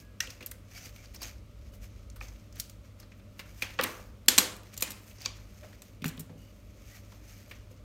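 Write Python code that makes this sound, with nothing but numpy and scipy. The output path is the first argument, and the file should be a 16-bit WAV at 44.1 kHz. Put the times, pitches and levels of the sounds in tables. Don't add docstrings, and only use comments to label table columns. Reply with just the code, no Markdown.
import sys
import numpy as np
from scipy import signal
from scipy.fft import rfft, irfft, next_fast_len
from scipy.io import wavfile
from scipy.ndimage import uniform_filter1d, map_coordinates

SR = 44100
rng = np.random.default_rng(int(sys.argv[2]) if len(sys.argv) > 2 else 0)


def natural_amplitude(level_db):
    exponent = np.asarray(level_db, float) / 20
    return 10 ** exponent


def bounce(signal):
    frames = np.transpose(np.atleast_2d(signal))
    limited = np.clip(frames, -1, 1)
    pcm = np.round(limited * 32767).astype(np.int16)
    wavfile.write(sys.argv[1], SR, pcm)


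N = 345725
PATHS = 4

# pitch_hz, level_db (per Hz)
HISS_COLOUR = [(41, -37), (70, -7.5), (108, -6), (130, -14.5), (205, -12.5), (316, -20), (347, -24),
               (573, -21.5), (789, -39), (1280, -29), (1640, -40), (2210, -35), (3180, -38.5), (13400, -52),
               (16500, -57.5)]
# pitch_hz, level_db, width_hz
HUM = [(100.7, -55, .8), (200, -67, 3), (305, -72, 8), (585, -70, 40)]
# time_s, level_db
RUMBLE = [(0.0, -62), (0.59, -57.5), (0.96, -57), (1.3, -53), (1.53, -62), (1.66, -49), (1.79, -54.5),
          (2.23, -51), (2.64, -59), (3.16, -63), (3.62, -59.5), (4.13, -57), (4.3, -61), (5.13, -61.5),
          (5.5, -58), (6.31, -61), (6.8, -58.5), (7.84, -57)]

# peak_s, level_db, brightness_db,
# rise_s, fall_s (time to change by 20 dB)
STROKES = [(.3, -56, -10, .04, .13), (.778, -49, -11, .1, .13), (.225, -50, -12, .02, .1),
           (3.635, -49, -12, .02, .12), (3.86, -48, -8, .03, .2), (.83, -54, -11, .1, .1),
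           (1.045, -57, -13, .12, .05), (.98, -59, -11, .2, .3), (1.24, -46, -14, .05, .1),
           (1.268, -49, -11, .04, .1), (2.222, -54, -11, .02, .13), (1.67, -67.5, -12, .3, .08),
           (1.976, -67.5, -13, .4, .3), (2.24, -63.5, -10, .06, .5), (2.854, -66, -10, .04, .12),
           (3.51, -63, -9, .3, .1), (3.615, -54.5, -6.5, .11, .08), (3.72, -58.5, -10, .05, .12),
           (4.67, -63, -12, .06, .12), (4.95, -65, -10, .07, .6), (5.096, -61, -5, .25, .17),
           (5.245, -50, -15, .12, .07), (5.36, -61, -11.5, .05, .2), (5.658, -62.5, -9, .7, .4),
           (5.86, -65, -8, .1, .2), (6.386, -68.5, -7, .03, 1.1), (6.966, -56, -9, .3, .08),
           (7.15, -66, -9, 1.1, .3), (7.3, -58.5, -9, .15, .45)]
# peak_s, level_db, brightness_db
FLICKS = [(.002, -60, -6), (.745, -55, -10), (.425, -58, -15), (.858, -49, -7.5), (.878, -53, -10),
          (.735, -56, -12), (2.284, -57, -12), (1.147, -57, -8), (1.74, -63, -3), (1.834, -55.5, -8.5),
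          (2.566, -54, -14), (2.59, -56, -4), (3.0, -61, -12), (3.12, -67, -16), (3.176, -73, -5),
          (3.385, -67, -3), (3.785, -57, -20), (4.735, -54, -13), (4.878, -53, -13), (5.83, -64, -5),
          (6.622, -71.5, -10), (6.702, -67, -10), (7.42, -63, -10), (7.5, -62, -6.5), (7.56, -62, -12),
          (7.716, -66.5, -6.5), (7.77, -67, -15)]
# pitch_hz, level_db (per Hz)
SCUFF_COLOUR = [(410, -46), (700, -1.5), (1040, -14), (1170, -7), (1500, -5.5), (2330, 0), (3570, -8.5),
                (4690, -5.5), (5900, -4), (6410, -2), (8500, -26), (11000, -46), (18700, -120)]
# pitch_hz, level_db (per Hz)
FIZZ_COLOUR = [(4410, -39), (7500, -6.5), (10200, -5.5), (12500, -2.5), (14900, -3), (16300, -21),
               (16500, -52)]

# start_s, peak_db, plate_boom_db, bright_edge_db, ring_hz
CRACKS = [(0.2052, -16, -37, -22, 5960), (.002, -47, -30, -10, 6000), (0.274, -33, -14, -14, 2800),
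          (.4622, -28, -35, -30, 12600), (2.101, -39.5, -25, -23, 6300), (3.7935, -21, -3, -45, 1900),
          (3.7965, -17, -4, -40, 1300), (3.7995, -21, -3, -38, 2200), (3.8025, -28, -6, -30, 1500),
          (3.8122, -22, -14, -4, 2930), (3.8254, -33, -6, -2, 2320), (3.829, -30, -6, -8, 2300),
          (3.836, -24, -12, 3, 2270), (3.8395, -23, -10, 6, 3000), (4.369, -43, -30, 10, 11500),
          (4.5664, -49, -30, 8, 9500), (4.80, -40, -20, -25, 3000), (4.878, -34, -10, -14, 1800),
          (5.207, -41, -25, -25, 6000), (5.219, -36, -25, -6, 4500), (5.2535, -31, -20, -14, 4300),
          (5.2595, -20, -16, -14, 5800), (5.2602, -24, -20, -30, 4300), (5.262, -31, -7, -20, 2500),
          (6.0435, -22, -8, -13, 1900), (6.0475, -38, -8, 5, 1500), (6.056, -27, -8, -16, 2800),
          (6.1782, -35, -11, -16, 3200)]
# start_s, peak_db, plate_boom_db, bright_edge_db, ring_hz
TICKS = [(0.2044, -23, -24, -8.5, 1900), (0.3035, -34, -17, -8, 5900), (.427, -37, -14, -12, 2400),
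         (0.517, -39.5, -19, -25, 2040), (1.1462, -41, -10, 0, 5300), (1.1605, -38, -8, -19, 5650),
         (1.2304, -30, -14, -3.5, 6500), (2.2065, -44, -10, -6, 5800), (2.599, -25, -43, 2, 6600),
         (2.6968, -41, -14, -1, 6950), (3.6225, -20, -12, -8, 2400), (3.7901, -20, -1, -40, 2510),
         (4.8245, -24, -10, -14, 2400), (6.0207, -38.5, -18, -12, 2500)]
# start_s, peak_db, plate_boom_db, bright_edge_db, ring_hz
SLIDES = [(0.407, -38, -4, -13, 2000), (1.2175, -34, -4, -3, 4700), (2.1605, -46, -2, 0, 1500),
          (3.028, -51, 3, -15, 4260), (3.3929, -31.5, -5.5, -9, 2080), (3.6235, -33, -23, -25, 2400),
          (3.842, -26, -2, -14, 2100), (5.249, -39, -13, -10, 4200), (5.6319, -47, 1, -21, 1920),
          (5.640, -44, -10, -39, 598), (6.295, -47, -8, -39, 700), (7.120, -47.5, -1, -25, 894),
          (7.5115, -35, -12, -14, 2480), (7.513, -41, -20, -30, 1800)]
# start_s, peak_db, bright_edge_db, ring_hz
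CREASES = [(0.961, -42.5, -3, 2300), (1.0571, -46, -24, 4700), (1.7365, -53, -7, 2690),
           (2.2848, -42.5, -21, 6000), (2.3604, -50, -11, 2540), (2.526, -46, -8, 6040),
           (2.5582, -47.5, 0, 2410), (2.848, -57, -14, 2470), (3.0004, -45, 1, 4400),
           (3.12, -47, -33, 2300), (3.1978, -54, -20, 2470), (3.7054, -42, -8, 2240),
           (3.738, -47, -8, 2300), (4.2605, -52, 3, 4000), (4.6337, -48, -1, 2590), (4.6575, -52, -6, 2120),
           (4.975, -46, -15, 2240), (5.1115, -48, -24, 2350), (5.1844, -46, -23, 5520),
           (5.3872, -51, -19, 1610), (5.7294, -49, -14, 1900), (7.7084, -57.5, -18, 2240)]

# start_s, peak_db, pitch_hz, t60_s (time to
# fade by 60 dB)
RINGS = [(.207, -32, 1900, .05), (.022, -66, 1660, .8), (.205, -20, 2740, .016),
         (.205, -23, 6050, .018), (.205, -31, 3350, .02), (.205, -30, 1520, .02),
         (.205, -30, 12400, .015), (.4615, -27, 12600, .014), (2.2115, -28, 2450, .014),
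         (2.2115, -38, 1240, .022), (2.212, -40, 1810, .025), (2.212, -44, 813, .03),
         (2.599, -33, 5720, .02), (2.599, -32, 6580, .016), (2.599, -32, 4350, .014),
         (3.623, -27, 2400, .028), (3.623, -38, 1330, .025), (3.623, -35, 4330, .02),
         (3.623, -36, 3400, .02), (3.623, -35, 6310, .02), (3.794, -25, 1200, .035),
         (3.7985, -29, 2000, .02), (3.812, -30, 3000, .02), (3.836, -30, 2300, .025),
         (3.842, -32, 1170, .08), (3.848, -36, 1920, .06),
         (4.2845, -12, 3420, .02), (4.2855, -25, 1640, .02), (4.385, -27, 1100, .03),
              (4.2855, -16, 7530, .02), (4.2855, -20, 5990, .02), (4.285, -20, 5180, .025),
              (4.285, -21, 4180, .025), (4.294, -30, 6918, .07), (4.384, -16, 4040, .03),
              (4.3797, -16, 5600, .02), (4.3845, -19, 8120, .025), (4.384, -20, 6040, .02),
              (4.385, -24, 2350, .02), (4.776, -38, 7300, .045), (4.8075, -38, 7200, .02),
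              (4.825, -26, 2450, .035), (4.8245, -25, 7100, .04), (4.8245, -26, 4090, .022),
              (4.8235, -27, 9380, .018), (4.905, -48, 5500, .08), (5.259, -22, 4660, .018),
              (5.259, -24, 5750, .016), (5.259, -25, 6730, .016), (5.261, -35, 2360, .035),
              (5.26, -36, 1100, .03), (5.248, -42, 2600, .04), (6.058, -42, 7000, .085),
              (6.0435, -29, 1500, .02), (6.079, -41, 13600, .04), (6.059, -46, 15000, .06),
              (6.196, -43, 11420, .05), (6.196, -45, 7200, .04)]
# start_s, length_s, pitch_hz, level_db
SQUEAKS = [(2.218, .09, 2250, -68), (.23, .04, 2700, -58), (.73, .07, 2300, -58), (.74, .055, 4700, -57),
           (.76, .04, 5500, -58), (.83, .05, 4700, -59), (1.205, .04, 4700, -52), (1.215, .06, 6500, -51),
           (.96, .09, 2300, -64), (4.83, .05, 2500, -52), (4.88, .08, 2500, -57), (5.615, .065, 600, -52),
           (6.36, .17, 2900, -70), (6.37, .2, 4600, -77), (6.9, .09, 1950, -61), (.23, .04, 2350, -57),
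           (.79, .09, 6000, -59), (1.255, .035, 6300, -57)]
# start_s, peak_db
DRUMS = [(.275, -47), (.408, -47), (.428, -50), (.86, -52), (3.792, -36), (3.82, -40), (3.85, -40),
         (4.286, -32), (4.384, -31.5), (6.3, -47), (6.33, -52), (2.212, -50), (1.25, -52), (7.71, -53),
         (5.265, -49)]
# pitch_hz, level_db, t60_s
DRUM_TONES = [(252, -3, .15), (350, -3, .09), (505, -1, .13)]

# start_s, peak_db, bright_edge_db, chatter_t60_s, magazine_ring_db
SNAPS = [(0.466, -38, 0, 0.036, -27), (0.5128, -35.5, 3, 0.027, -28), (4.7405, -39, -3, 0.018, -30),
         (4.7675, -38, -8, 0.015, -27), (4.7758, -31, 2, 0.03, -21), (4.8074, -31, 3, 0.02, -11),
         (4.8108, -35, 5, .02, -12), (4.8232, -18, 0, .008, -39), (4.8248, -13, 2, 0.016, -39),
         (4.8345, -29, 2, .025, -18), (4.9047, -32, 0, 0.03, -16), (4.9085, -36, 0, .02, -8),
         (4.918, -35, 0, 0.018, -28), (5.8198, -37, -3, 0.019, -26), (6.0595, -36, 1, 0.05, -6),
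         (6.0795, -34, 3, 0.03, -21), (6.086, -35, -4, .04, -21), (6.172, -49, 0, .02, -20),
         (6.1935, -38, 5, 0.05, -20), (6.206, -41, 3, .03, -16)]
# start_s, peak_db, plate_boom_db, chatter_t60_s, magazine_ring_db
BITES = [
    (4.2824, -23.5, -25, .012, -41),
    (4.2841, -1, -23, .009, -30.5),
    (4.2853, 0, -22, 0.0115, -30),
    (4.2877, -8.5, -13.5, 0.012, -28),
    (4.2906, -17, -13.5, 0.012, -14),
    (4.3800, -3, -17, 0.0092, -30.5),
    (4.3827, -10.5, -8.5, 0.0082, -27.5),
    (4.384, 0.8, -21.5, 0.0077, -28.5),
    (4.3864, -8, -13, .016, -32),
    (4.390, -14, -8, 0.016, -10.5),
]
# pitch_hz, level_db, t60_s
MAGAZINE = [(11420, 0, .1), (11455, -7, .07), (7000, -12, .045), (5500, -14, .06), (4030, -12, .06),
            (14000, -14, .04)]
# pitch_hz, width_hz, level_db
SHELL = [(1600, 540, -8), (2500, 1300, -5), (4200, 1000, 0.5), (5720, 760, 4), (7900, 1700, 4.5)]
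# pitch_hz, width_hz, level_db
PLATE = [(265, 140, 1), (530, 50, 1), (1190, 920, -2.5)]

# start_s, peak_db
THUDS = [
    (6.023, -32),
    (6.045, -32),
    (6.057, -23.5),
    (6.182, -36.5),
    (6.201, -36),
    (6.301, -41),
    (6.356, -41),
]
# pitch_hz, width_hz, level_db
TABLE_TOP = [(159, 23, 1.5), (259, 27.5, -1.5), (420, 35, -12)]
# pitch_hz, t60_s
ROOM_FADE = [(150, 0.5), (500, 0.74), (2000, .45), (6000, 0.36), (14000, 0.39)]
# pitch_hz, gain_db
MICROPHONE = [(25, -7), (45, -1), (9300, 1.5), (10500, -1.5), (11600, 2), (15800, 2.5), (16050, -10.5),
              (16800, -30), (17100, -70)]


def unit(x):
    return x / np.sqrt(np.mean(x ** 2) + 1e-20)


def along(points, hz):
    f, value = np.transpose(points)
    return np.interp(np.log(hz + 1), np.log(f + 1), value)


def curves(rows):
    s, *columns = np.transpose(rows)
    return [np.interp(np.arange(N) / SR, s, column) for column in columns]


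def wobble(rate):
    knots = rng.standard_normal(int(N * rate / SR) + 4)
    return map_coordinates(knots, [np.arange(N) * rate / SR])


def filtered(x, response):
    size = next_fast_len(len(x) + min(8192, len(x) // 4), True)
    spectrum = rfft(x, size) * response(np.fft.rfftfreq(size, 1 / SR))
    return irfft(spectrum, size)[:len(x)]


def resonances(modes):
    def response(f):
        return sum((-1) ** k * natural_amplitude(db) * 1j * f * width / (hz * hz - f * f + 1j * f * width)
                   for k, (hz, width, db) in enumerate(modes))
    return response


def noise(response):
    return unit(filtered(rng.standard_normal(N), response))


def add(track, s, sound):
    part = track[..., round(s * SR):][..., :sound.shape[-1]]
    part += sound[..., :part.shape[-1]]


def place(track, k, s, sound):
    add(track[0], s, sound[0])
    add(track[1 + k % PATHS], s, sound[1])


def background():
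    hiss = natural_amplitude(-56 + 0.38 * wobble(1.4)) * noise(lambda f: natural_amplitude(along(HISS_COLOUR, f)))
    hum = sum(natural_amplitude(db) * noise(resonances([(hz, width, 0)])) for hz, db, width in HUM[1:])
    hz, db, drift_hz = HUM[0]
    phase = 2 * np.pi * np.cumsum(hz + drift_hz * wobble(4)) / SR
    hum += natural_amplitude(db + 2.5 + 0.49 * wobble(4.1)) * np.sin(phase)
    band = resonances([(49.36, 19, -4.5), (76, 10, -16.5)])
    narrow = resonances([(52, 45, 0)])
    rumble = natural_amplitude(curves(RUMBLE)[0] + 5.8) * noise(lambda f: band(f) * narrow(f))
    return hiss + hum + rumble


def rubbing():
    t = np.arange(0, N / SR, .002)
    flick_rise_s, flick_fall_s = .03, .065
    rest_db, rest_bright_db = -81, -5
    rows = STROKES + [(*row, flick_rise_s, flick_fall_s) for row in FLICKS]
    s, db, bright_db, rise, fall = np.transpose(rows)[..., None]
    stroke_db = db - 20 * np.maximum((s - t) / rise, (t - s) / fall)
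    level_db = np.maximum(rest_db, stroke_db.max(0))
    fizz_db = np.maximum(rest_db + rest_bright_db, (stroke_db + bright_db).max(0))
    level_db, fizz_db = curves(np.transpose([t, level_db, fizz_db]))
    grains = rng.standard_normal(N) * natural_amplitude(2.4 * wobble(600) + 1 * wobble(70))
    scuff = unit(filtered(grains, lambda f: natural_amplitude(along(SCUFF_COLOUR, f))))
    fizz = unit(filtered(grains, lambda f: natural_amplitude(along(FIZZ_COLOUR, f))))
    return natural_amplitude(level_db) * scuff + natural_amplitude(fizz_db + 2.5) * fizz


def contact(db, boom_db, edge_db, t60, shell, spike=0.):
    t = np.arange(SR // 14) / SR
    envelope = natural_amplitude(-60 * t / t60) * (1 - np.exp(-t / (0.03 * t60)))
    grip = natural_amplitude(.4 * rng.standard_normal())

    def dull(f, hz):
        return 1 / (1 + 1j * f / hz) ** 2

    def body(f):
        return resonances(shell)(f * grip) * dull(f, 7000)

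    def boom(f):
        return resonances(PLATE)(f * grip) * dull(f, 2500) * (1 - dull(f, 280))

    def edge(f):
        modes = [(8600, 2200, -3), (12600, 2500, 0), (14800, 2500, -1.5)]
        return resonances(modes)(f * grip) * (1 - dull(f, 11000))

    def blur(part):
        return lambda f: np.sqrt(sum(abs(part(f * k)) ** 2 for k in (.85, 1, 1.18)))

    out = np.zeros((2, len(t)))
    for part, part_db in (body, 0), (boom, boom_db), (edge, edge_db):
        roughness = natural_amplitude(4.25 * rng.standard_normal(len(t)))
        force = envelope * rng.standard_normal(len(t)) * roughness
        lead = spike * np.linalg.norm(force) * (t == t[22])
        chatter = filtered(force - lead, part)
        blow = filtered(1. * (t == t[200]), blur(part))
        blow *= np.linalg.norm(chatter) / np.linalg.norm(blow)
        out += natural_amplitude(db + part_db - 2.0) * np.array([chatter, blow]) / np.abs(chatter).max()
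    return out


def ticks():
    out, t = np.zeros((1 + PATHS, N)), np.arange(SR // 6) / SR
    kinds = (CRACKS, .014), (TICKS, .031), (SLIDES, .058)
    rows = [(*row, t60) for kind, t60 in kinds for row in kind]
    rows += [(s, db, -56 - db, edge_db, hz, .027) for s, db, edge_db, hz in CREASES]
    for k, (s, db, boom_db, edge_db, hz, t60) in enumerate(sorted(rows)):
        patch = [(hz, 0.23 * hz, 0), (5000, 4000, .45 * edge_db - 5.0)]
        place(out, k, s - .0012, contact(db, boom_db, edge_db, t60, patch))
        fade = natural_amplitude(db - 18 - 60 * t / (2.0 * t60))
        add(out[0], s, fade * np.sin(2 * np.pi * hz * t) * (1 - np.exp(-t / .002)))
    return out


def rings():
    out, t = np.zeros((2, N)), np.arange(SR // 6) / SR
    for s, db, hz, t60 in RINGS:
        life = t60 * np.array([[1], [.4]])
        fade = natural_amplitude(db - 60 * t / life) * np.sqrt(t60 / life)
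        add(out, s, fade * np.sin(2 * np.pi * hz * t) * (1 - np.exp(-t / .0006)))
    return out


def squeaks():
    out = np.zeros(N)
    for s, length, hz, db in SQUEAKS:
        band = resonances([(hz, .05 * hz, 0)])
        rub = filtered(rng.standard_normal(SR // 4), lambda f: band(f) ** 2)
        rub = rub[-round(length * SR):]
        add(out, s, natural_amplitude(db) * unit(rub) * np.sqrt(np.hanning(len(rub))))
    return out


def drum():
    out, t = np.zeros(N), np.arange(SR // 4) / SR
    ring = sum(natural_amplitude(db - 60 * t / t60) * np.sin(2 * np.pi * hz * t) for hz, db, t60 in DRUM_TONES)
    ring *= 1 - np.exp(-t / .0015)
    for s, db in DRUMS:
        add(out, s, natural_amplitude(db) * ring)
    return out


def stapler():
    out, t = np.zeros((1 + PATHS, N)), np.arange(SR // 4) / SR
    snap_boom_db = -14
    blows = [(s, db, snap_boom_db, edge_db, t60, ring_db) for s, db, edge_db, t60, ring_db in SNAPS]
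    blows += [(s, db, boom_db, -7.5 - .55 * db, t60, ring_db) for s, db, boom_db, t60, ring_db in BITES]
    for k, (s, db, boom_db, edge_db, t60, ring_db) in enumerate(blows):
        spike = .9 * (db > -16)
        place(out, k, s - .0005, contact(db, boom_db, edge_db, t60, SHELL, spike))
        ring = sum(natural_amplitude(tone_db + 2 * rng.normal() - 60 * t / life) * np.sin(2 * np.pi * hz * t)
                   for hz, tone_db, life in MAGAZINE)
        ring *= 1 - np.exp(-t / 0.00067)
        place(out, k, s, natural_amplitude(db + ring_db + np.array([[0], [-5]])) * ring)
    return out


def table():
    pushes = np.zeros(N)
    for s, db in THUDS:
        add(pushes, s - .002, natural_amplitude(db + 14) * np.hanning(round(0.0021 * SR)))
    return filtered(pushes, resonances(TABLE_TOP))


def room(paths):
    out = np.zeros(N + SR)
    for x in paths:
        for at in range(0, N, SR):
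            hz, t, z = signal.stft(rng.standard_normal(SR // 2), SR, nperseg=256)
            patches = uniform_filter1d(rng.standard_normal(z.shape), size=3, axis=0)
            patches = unit(uniform_filter1d(patches, size=5, axis=1))
            fade_db = 2.5 * patches - 60 * t / along(ROOM_FADE, hz)[:, None]
            tail = signal.istft(z * natural_amplitude(fade_db), SR, nperseg=256)[1]
            tail /= np.linalg.norm(tail)
            add(out, at / SR + .002, signal.fftconvolve(x[at:at + SR], tail))
    return out[:N]


def scene():
    sound = stapler() + ticks()
    sound[:2] += natural_amplitude([[0], [-7]]) * table() + natural_amplitude([[0], [-4]]) * drum() + rings()
    add(sound[0], .021, natural_amplitude(-24) * sound[0])
    warm = filtered(room(sound[1:]), lambda f: 1 / (1 + 1j * f / 4600))
    return (sound[0] + natural_amplitude(-6.5) * warm + rubbing() + background() + squeaks())[None]


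def low_pass(x):
    return signal.sosfilt(signal.butter(12, 17020, fs=SR, output="sos"), x)


def record(dry):
    x = dry[0] / (1 + np.abs(dry[0] / .92) ** 8) ** (1 / 8)
    mix = filtered(x, lambda f: natural_amplitude(along(MICROPHONE, f)))[None]
    return low_pass(mix)


dry = scene()
out = record(dry)
bounce(out)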